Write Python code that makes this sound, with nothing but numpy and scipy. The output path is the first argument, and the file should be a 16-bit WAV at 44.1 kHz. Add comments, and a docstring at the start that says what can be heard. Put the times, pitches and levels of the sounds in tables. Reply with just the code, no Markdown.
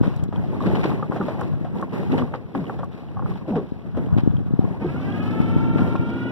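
"""A small open boat pushes through choppy water, with wind buffeting the two microphone ports.
From the start, waves wash along the hollow hull, plop against the planks and slap air into booming pockets.
Crests break on the bow, drops tick, bubbles burst, and from one second on, wavelets knock underneath.
Near five seconds the outboard motor whines up from a faint idle, exhaust chugging, and the wash grows.
Throughout, each port is fed, late and inverted, into the other channel to widen the stereo image."""
import sys
import numpy as np
from scipy import signal
from scipy.fft import rfft, irfft, next_fast_len
from scipy.io import wavfile

SR = 44100
rng = np.random.default_rng(int(sys.argv[2]) if len(sys.argv) > 2 else 0)


def generate_wav(sig):
    """Save sig (samples, or channels by samples) to the path in sys.argv[1] as 16-bit PCM at SR."""
    pcm = np.round(np.clip(np.atleast_2d(sig).T, -1, 1) * 32767).astype(np.int16)
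    wavfile.write(sys.argv[1], SR, pcm)


N = 278271
TIME = np.arange(N) / SR
MESHES_PER_CYCLE = 24   # gear teeth that engage in one engine cycle
# The motor idles, then speeds up. Each row: time in seconds, gear mesh rate in Hz.
MOTOR_SPEED = [(0, 298), (4.8, 299), (4.9, 326), (5.0, 374), (5.12, 404), (5.3, 432), (5.6, 450),
               (6.03, 463), (6.31, 485)]


def from_db(db):
    """Decibels to gain."""
    return 10 ** (np.asarray(db) / 20)


def rms_one(x):
    """Scale to unit rms."""
    return x / np.sqrt(np.mean(x ** 2) + 1e-20)


def automation(rows):
    """A curve through (seconds, value) points, at every sample."""
    return np.interp(TIME, *np.transpose(rows))


def add(out, start_s, sound):
    """Mix a sound in at its start time."""
    start = max(0, round(start_s * SR))
    out[..., start:start + sound.shape[-1]] += sound[..., :N - start]


def filtered(x, kind, hz, order=2):
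    """Causal Butterworth filter."""
    return signal.sosfilt(signal.butter(order, hz, kind, fs=SR, output="sos"), x + 1e-18)


def resonance(x, hz, width_hz):
    """Two-pole band-pass with unity gain at its peak."""
    r = np.exp(-np.pi * width_hz / SR)
    feedback = [1, -2 * r * np.cos(2 * np.pi * hz / SR), r * r]
    return signal.lfilter(np.array([1, 0, -1]) * (1 - r * r) / 2, feedback, x)


def drift(rate):
    """Smooth random modulation of spread 1, changing about `rate` times a second."""
    hop, settle = 40, 2000
    r = np.exp(-2 * np.pi * hop * rate / SR)
    white = rng.standard_normal(N // hop + settle + 2)
    slow = signal.lfilter([1], [1, -2 * r, r * r], white)[settle:]
    return np.interp(np.arange(N) / hop, np.arange(len(slow)), rms_one(slow))


def coloured(x, spectrum):
    """Shape a signal with an EQ curve of (Hz, dB) points; unit rms."""
    size = next_fast_len(N)
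    hz, db = np.transpose(spectrum)
    bin_hz = np.arange(size // 2 + 1) * SR / size
    gain = from_db(np.interp(np.log(bin_hz + 1), np.log(hz), db))
    return rms_one(irfft(rfft(x, size) * gain, size)[:N])


def noise(spectrum):
    """Smooth coloured noise; unit rms."""
    return coloured(rng.standard_normal(N), spectrum)


def at_ports(common, apart, apart_hz, apart_db):
    """Lows reach both ports alike, highs differ between them."""
    return common + from_db(apart_db) * filtered(apart, "high", apart_hz, order=1) * [[1], [-1]]


def wind(steady_db=-4.5, lumpy_db=4, eddies_per_s=30, eddy_db=10, puff_db=6, lee_db=-5):
    """Lumpy turbulence rumbles at both ports; single eddies thump the windward one."""
    # The breeze swells and slackens. Each row: time in seconds, relative level in dB.
    breeze = [(0, -21), (0.8, -19.5), (1.25, -32.5), (1.58, -19), (1.85, -30.5), (2.15, -17.5), (2.47, -41),
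              (2.8, -26), (3.0, -35), (3.25, -18.5), (3.47, -32), (3.85, -30.5), (4.05, -19.5),
              (4.25, -19.5), (4.78, -26), (5.2, -24), (5.7, -14.5), (6.31, -29.5)]
    # The strongest eddies. Each row: start in seconds, relative level in dB.
    puffs = [(0.011, -4.5), (0.077, -9), (1.097, -12), (1.611, -17.5), (3.72, -16), (4.165, -6),
             (4.183, -8.5), (4.234, -13.5), (4.262, -14), (4.274, -3), (4.404, -17), (4.507, -15),
             (4.536, -11), (4.591, -3), (4.642, -14), (4.652, -14), (5.401, -5), (5.563, -6), (5.758, -6.5),
             (5.819, -8.5)]
    # Tone of the turbulence. Each row: frequency in Hz, relative level in dB.
    buffet_eq = [(20, -29.5), (40, -37.5), (70, -5), (125, 3), (200, -1), (300, -22.5), (450, -33),
                 (800, -32.5), (1600, -38), (4000, -73.5)]
    flow = from_db(automation(breeze))
    windward, lee = [from_db(steady_db + lumpy_db * drift(22)) * flow * noise(buffet_eq)
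                     for port in range(2)]
    eddies = rng.random(N) < eddies_per_s / SR
    kicks = eddies * rng.uniform(0, 1, N) * flow * from_db(eddy_db)
    for start, db in puffs:
        kicks[round(start * SR)] += from_db(db + puff_db)
    low_hz, high_hz = 95, 290
    thumps = filtered(kicks, "band", [low_hz, high_hz]) * SR / (2 * high_hz)
    return np.array([windward + filtered(thumps, "low", 373), from_db(lee_db) * lee])


def each_cycle(cycles, harmonic_db):
    """A wavetable that loops once per engine cycle, its harmonics in random phase."""
    size = 8192
    harmonics = from_db(harmonic_db) * np.exp(2j * np.pi * rng.random(len(harmonic_db)))
    shape = irfft(np.append(0, harmonics), size) * size / 2
    return np.interp(cycles % 1, np.arange(size) / size, shape)


def gear_whine(cycles, uneven=.42, wander=.17, flutter_db=1.5, top_hz=3200, partials=8):
    """Uneven teeth give fluttering, rasping partials that swell as they climb through resonances."""
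    # Resonances of the motor housing. Each row: frequency in Hz, width in Hz, gain in dB,
    # phase between the ports in degrees.
    housing = [(780, 40, -48, 35), (905, 40, -42.5, 55), (1370, 170, -42.5, 60), (1620, 90, -48.5, 100),
               (1950, 90, -53.5, 80), (2210, 160, -50, 130), (2470, 60, -54, 140), (2900, 300, -66.5, 35)]
    teeth = 0
    for k in range(1, partials + 1):
        phase = 2 * np.pi * k * MESHES_PER_CYCLE * cycles + wander * k * drift(50)
        lumps = 1 + uneven * each_cycle(cycles, -4 * np.arange(4))
        flutter = from_db(flutter_db * drift(30))
        teeth = teeth + np.sqrt(2) * lumps * flutter * np.exp(1j * phase)
    teeth = filtered(teeth, "low", top_hz, order=4)
    out = np.zeros((2, N))
    for hz, width, db, degrees in housing:
        port_phase = np.exp(np.array([[.5j], [-.5j]]) * np.radians(degrees))
        out += from_db(db) * resonance(np.real(teeth * port_phase), hz, width)
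    return out


def exhaust(cycles, direct_db=-1, burble_db=-9):
    """Three uneven firings a cycle beat through the hull, and each blows a puff of bubbles."""
    # Outline of the beat's weaker harmonics. Each row: multiple of the engine cycle, relative level in dB.
    beat_outline = [(3, -22), (7, -7), (16, -6), (22, -11), (46, -28)]
    # Its strongest harmonics. Each row: multiple of the engine cycle, relative level in dB.
    strong_harmonics = [(4, -6), (6, 10), (10, 4), (13, 1), (14, 1), (17, 2)]
    # Resonances of the hull. Each row: frequency in Hz, width in Hz, gain in dB.
    hull_modes = [(180, 16, 0), (259, 18, 5), (325, 30, -7)]
    harmonic_db = np.interp(np.arange(1, 2 * MESHES_PER_CYCLE), *np.transpose(beat_outline))
    for multiple, db in strong_harmonics:
        harmonic_db[round(multiple) - 1] = db
    beat = each_cycle(cycles, harmonic_db) * from_db(1.8 * drift(25))
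    firings = 1 + np.cos(2 * np.pi * 3 * cycles)
    burble = firings * rms_one(filtered(rng.standard_normal(N), "band", [130, 450]))
    chug = beat + from_db(burble_db) * burble
    hull_ring = sum(from_db(db) * resonance(chug, hz, width) for hz, width, db in hull_modes)
    return from_db(direct_db) * chug + hull_ring


def motor(exhaust_db=-36.3, exhaust_follows=.4):
    """One slightly unsteady speed drives gears and exhaust; the load brings both in."""
    # The throttle opens and loads the motor. Each row: time in seconds, gain in dB.
    load = [(4.76, -44), (4.82, -4), (4.96, -6.5), (5.1, -.5), (5.7, -.5), (6.0, -2.5), (6.25, 2.5)]
    mesh_hz = automation(MOTOR_SPEED) * (1 + .002 * drift(10))
    cycles = np.cumsum(mesh_hz) / SR / MESHES_PER_CYCLE
    load_db = automation(load)
    whine = from_db(load_db) * gear_whine(cycles)
    return whine + from_db(exhaust_db + exhaust_follows * load_db) * exhaust(cycles)


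def bubble(t, hz, t60, rise):
    """A pocket of air rings down; its pitch climbs as it nears the surface."""
    t = np.maximum(t, 0)
    bend = 1 + rise * np.minimum(t / t60, 1)
    return np.sin(2 * np.pi * hz * t * bend) * from_db(-60 * t / t60)


def gurgle(per_s, low_hz, high_hz, cycles, spread_db, candidates=4000):
    """A crowd of small bubbles of random size and pitch; unit rms."""
    out = np.zeros(N)
    for when, pitch, size, chance in rng.random((candidates, 4)):
        if chance < per_s * N / SR / candidates:
            hz = low_hz * (high_hz / low_hz) ** pitch
            t60 = cycles / hz
            gain = from_db(spread_db * min(-np.log(1 - size), 4))
            add(out, when * (N - 1) / SR, gain * bubble(TIME[:int(t60 * SR)], hz, t60, rise=0.19))
    return rms_one(out)


def patter(spectrum, per_s, spread_db):
    """A hail of droplets of uneven size; unit rms."""
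    sizes = from_db(spread_db * np.minimum(rng.exponential(1, N), 5)) * rng.choice([-1, 1], N)
    return coloured(sizes * (rng.random(N) < per_s / SR), spectrum)


def swell(start, length, t60, rise_s=.014):
    """One wave builds up, holds for its length and drains away."""
    t = np.maximum(TIME - start, 0)
    return (1 - np.exp(-t / rise_s)) * from_db(-60 * np.maximum(t - length, 0) / t60)


def water_strength(speed_ratio, idle_churn_db=-43.5, idle_spray_db=-58):
    """Gains of churn and spray: the steady wash grows with speed, and each wave adds its power."""
    # Waves run along the hull. Each row: start in seconds, length in seconds, churn and spray gains in dB.
    waves = [(0.015, 0.033, -31, -43.5), (0.322, 0.63, -32.5, -52), (0.597, 0.2, -24.5, -42.5),
             (0.824, 0.02, -25, -41.5), (1.097, 0.23, -29.5, -47.5), (1.373, 0.029, -28, -47.5),
             (1.738, 0.022, -25.5, -50), (1.917, 0.08, -28.5, -44), (2.09, 0.07, -24, -45.5),
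             (2.537, 0.14, -30.5, -50), (2.905, 0.02, -38, -49.5), (3.239, 0.058, -32.5, -49),
             (3.46, 0.041, -38, -48), (3.953, 0.037, -30, -53), (4.152, 0.22, -54, -57),
             (4.586, 0.13, -35.5, -53.5), (4.789, 0.76, -33, -48.5), (5.725, 0.11, -25, -49.5)]
    octaves = np.log2(speed_ratio)
    churn_power = from_db(idle_churn_db + 6 * octaves) ** 2
    spray_power = from_db(idle_spray_db + 16 * octaves) ** 2
    for start, length, churn_db, spray_db in waves:
        churn_power += (from_db(churn_db) * swell(start, length, t60=0.81)) ** 2
        spray_power += (from_db(spray_db) * swell(start, length, t60=0.89)) ** 2
    return np.sqrt(churn_power), np.sqrt(spray_power)


def wash(rumble_db=1, spray_db=-1, glug_db=-10, fizz_db=-10, churn_flicker_db=2.5, spray_flicker_db=1.8):
    """Water drums along the hull, hisses off the bow and bursts into bubbles."""
    # Tones of the drumming water and of the spray. 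Each row: frequency in Hz, relative level in dB.
    rumble_eq = [(30, -59), (60, -36), (110, 10), (180, 10.5), (300, 7), (500, -4.5), (800, -14),
                 (1300, -25), (2000, -26), (4000, -53.5)]
    spray_eq = [(300, -13), (700, 15.5), (1300, 9), (1900, 1.5), (2400, 3.5), (3100, -3), (4200, -6.5),
                (5500, -14.5), (7000, -23.5), (10000, -23), (15500, -23)]
    speed_ratio = automation(MOTOR_SPEED) / MOTOR_SPEED[0][1]
    churn, spray = water_strength(speed_ratio)
    body_gain = from_db(rumble_db + churn_flicker_db * drift(14.5))
    body = body_gain * at_ports(noise(rumble_eq), noise(rumble_eq), apart_hz=1200, apart_db=5.5)
    droplets = [patter(spray_eq, per_s=7000, spread_db=3.5) for part in range(2)]
    hiss_gain = from_db(spray_db + spray_flicker_db * drift(25))
    hiss = hiss_gain * at_ports(*droplets, apart_hz=1500, apart_db=1.5)
    glugs = from_db(glug_db) * gurgle(per_s=130, low_hz=330, high_hz=1100, cycles=34, spread_db=2.8)
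    glugs /= speed_ratio ** 2   # at speed the big bubbles are left behind
    fizz = np.array([gurgle(per_s=260, low_hz=1400, high_hz=3900, cycles=32, spread_db=5)
                     for port in range(2)])
    return churn * (body + glugs) + spray * (hiss + from_db(fizz_db) * fizz)


def drops(level_db=-8, t60=0.025):
    """Large drops land on the boat with tiny bright ticks."""
    # One row per drop: start in seconds, relative level in dB.
    landings = [(0.163, -41), (0.2378, -37), (0.8334, -47), (1.41, -38), (1.813, -42), (2.8424, -47)]
    out, t = np.zeros((2, N)), TIME[:SR // 20]
    for start, db in landings:
        bright = filtered(rng.standard_normal((2, len(t))), "high", 2200)
        tick = rms_one(filtered(bright, "low", 7000, order=1))
        add(out, start, tick * from_db(db + level_db - 60 * t / t60))
    return out


def plips(level_db=-3, t60=0.019):
    """Small bubbles ring briefly as they burst at the surface."""
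    # One row per bubble: start in seconds, relative level in dB, pitch in Hz.
    bursts = [(.36, -37, 3240), (2.187, -33, 2960), (2.668, -38.5, 2920), (3.086, -45, 2880),
              (4.368, -40.5, 3200), (5.124, -36, 3300), (5.961, -28, 2470)]
    out = np.zeros(N)
    for start, db, hz in bursts:
        add(out, start, from_db(db + level_db) * bubble(TIME[:SR // 10], hz, t60, rise=0.011))
    return out


def plops(bubble_db=-5, splash_db=-10, splash_t60=0.14, cycles=24, scatter_s=0.01, spatter_db=-25):
    """A wavelet claps shut against the planks: a short splash and four quick bubbles."""
    # One row per wavelet: start in seconds, relative level in dB, pitch of the first bubble in Hz.
    wavelets = [(.033, -22, 510), (.325, -30, 730), (.912, -23.5, 1040), (1.16, -23, 720),
                (1.283, -21.5, 600), (1.391, -27, 645), (1.647, -28, 660), (1.796, -31, 770),
                (2.188, -23.5, 800), (2.79, -28.5, 790), (3.556, -24.5, 890), (3.948, -36.5, 630),
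                (3.971, -26.5, 515), (4.131, -46, 480), (4.179, -27, 740), (5.786, -22.5, 607)]
    out, t = np.zeros((2, N)), TIME[:SR // 6]
    for start, db, hz in wavelets:
        white = rng.standard_normal((3, len(t)))
        clap = rms_one(filtered(white[0], "band", [0.039 * hz, 1300], order=3))
        spatter = from_db(spatter_db - splash_db) * rms_one(filtered(white[1:], "band", [1200, 3200]))
        sound = (clap + spatter) * from_db(splash_db - 60 * t / splash_t60)
        for k, (late, pitch) in enumerate(rng.random((4, 2))):
            own_hz = hz * 1.4 ** (2 * pitch - 1) if k else hz
            delay = late * scatter_s if k else 0
            ring = bubble(t - delay, own_hz, cycles / own_hz, rise=0.055)
            sound += from_db(bubble_db - 0.22 * k) * ring
        add(out, start, from_db(db) * sound)
    return out * from_db([[-.3], [.3]])


def splashes(level_db=-4, t60=0.11, rise_s=0.0042, crackle_db=-10):
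    """A crest breaks against the bow and bursts into crackling droplets."""
    # One row per crest: start in seconds, relative level in dB.
    crests = [(0.657, -25.5), (0.747, -22), (0.831, -19.5), (0.849, -26), (2.114, -25), (2.175, -24),
              (2.336, -29.5), (2.547, -33), (3.557, -32.5), (4.173, -26), (5.777, -26.5)]
    # Tone of the splash. Each row: frequency in Hz, relative level in dB.
    splash_eq = [(150, -18), (400, 13.5), (800, 6.5), (1500, 1), (3200, -11.5), (5500, -34), (8000, -51.5),
                 (15000, -47)]
    envelope, t = np.zeros(N), TIME[:SR // 3]
    for start, db in crests:
        add(envelope, start, (1 - np.exp(-t / rise_s)) * from_db(db + level_db - 60 * t / t60))
    droplets = [patter(splash_eq, per_s=1300, spread_db=4) for part in range(2)]
    crackle = np.array([gurgle(per_s=450, low_hz=1800, high_hz=4600, cycles=14, spread_db=4)
                        for port in range(2)])
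    return envelope * (at_ports(*droplets, apart_hz=1800, apart_db=7) + from_db(crackle_db) * crackle)


def knocks(level_db=-2.5, vary_db=2, lean_db=-1, cluck_db=-17, sag=.13, sag_s=0.0053):
    """Wavelets knock under the planks: a dry cluck, and a ring that sags in pitch as the gap opens."""
    # One row per knock: start in seconds, relative level in dB.
    hits = [(1.025, -14.5), (1.04, -28), (1.12, -11), (1.21, -12), (1.413, -14.5), (1.825, -10.5),
            (2.337, -14.5), (2.349, -16), (2.549, -13), (2.695, -13), (2.831, -16), (3.169, -21),
            (3.193, -18.5), (3.222, -21.5), (3.259, -19.5), (5.952, -14.5)]
    # Modes of the ring. Each row: centre pitch in Hz, relative level in dB, seconds to fall 60 dB.
    modes = [(497, -12.5, 0.071), (771, -6, 0.032), (1066, -12, 0.058), (1235, -16, 0.023)]
    out, t = np.zeros(N), TIME[:SR // 10]
    sagging_time = t + sag * sag_s * (1 - np.exp(-t / sag_s))
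    attack = 1 - np.exp(-t / 0.002)
    for start, db in hits:
        cluck = rms_one(filtered(rng.standard_normal(len(t)), "band", [750, 1550], order=3))
        add(out, start, cluck * from_db(db + cluck_db - 60 * t / 0.036))
        for k, (hz, mode_db, t60) in enumerate(modes):
            strength, detune = rng.standard_normal(2)
            ring = (-1) ** k * attack * np.sin(2 * np.pi * hz * (1 + 0.055 * detune) * sagging_time)
            add(out, start, ring * from_db(db + mode_db + level_db + vary_db * strength - 60 * t / t60))
    return out * from_db([[lean_db], [-lean_db]])


def slaps(rise_s=0.0014, glide_s=0.0383, pocket_t60=0.099, hull_db=-9, hull_hz=(130, 450), hull_t60=0.25):
    """A wave booms in the hull; trapped air throbs unevenly, gliding as its pocket changes size."""
    # One row per slap: start in seconds, relative level in dB, hold in seconds,
    # the pocket's first pitch in Hz, the pitch it glides toward in Hz.
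    hits = [(0.062, -19.5, 0.0054, 196, 186), (0.659, -12, 0.016, 206, 161), (0.732, -21, 0.0069, 334, 288),
            (0.848, -16, 0.006, 326, 286), (1.2, -16.5, 0.033, 196, 173), (2.123, -11, 0.014, 271, 245),
            (2.194, -20.5, 0.057, 263, 229), (2.553, -17.5, 0.075, 342, 125.5),
            (3.283, -23.5, 0.041, 164.4, 190), (3.481, -16.5, 0.0058, 325, 242),
            (3.504, -15, 0.066, 256.5, 137.6), (3.532, -31, 0.021, 755, 660),
            (3.559, -9.5, 0.0027, 259, 133), (3.57, -18.5, 0.016, 456, 330),
            (3.575, -41, 0.015, 1137, 1066), (3.97, -19.5, 0.023, 294, 156), (4.817, -20, 0.11, 246, 131.7),
            (4.845, -15.5, 0.0067, 347, 362), (6.073, -19.5, 0.027, 203, 217)]
    out, t = np.zeros(N), TIME[:SR // 2]
    attack = 1 - np.exp(-t / rise_s)
    for start, db, hold, first_hz, last_hz in hits:
        hz = last_hz + (first_hz - last_hz) * np.exp(-t / glide_s)
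        wobble = .35 * rms_one(filtered(rng.standard_normal(len(t)), "low", 110))
        pocket = np.sin(2 * np.pi * np.cumsum(hz) / SR + wobble)
        pocket *= from_db(-60 * np.maximum(t - hold, 0) / pocket_t60)
        boom = rms_one(filtered(rng.standard_normal(len(t)), "band", hull_hz, order=3))
        boom *= from_db(hull_db - 60 * t / hull_t60)
        add(out, start, from_db(db) * attack * (boom + pocket))
    return out


def scene():
    """Water, motor and wind at the two ports."""
    return wash() + slaps() + splashes() + plops() + plips() + drops() + knocks() + motor() + wind()


def record(dry, cross=0.68, delay_s=0.000452, left_db=1.8, right_db=1.42, right_top_hz=11000, top_hz=15700):
    """Each channel subtracts the delayed other port, widening and combing the sound; the top is cut."""
    other = np.array([np.interp(TIME - delay_s, TIME, port, left=0) for port in dry[::-1]])
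    wide = (dry - cross * other) / np.sqrt(1 + cross ** 2) * from_db([[left_db], [right_db]])
    wide[1] = filtered(wide[1], "low", right_top_hz, order=1)   # the right side is duller
    return signal.sosfilt(signal.ellip(12, .2, 80, top_hz, fs=SR, output="sos"), wide)


dry = scene()
out = record(dry)
generate_wav(out)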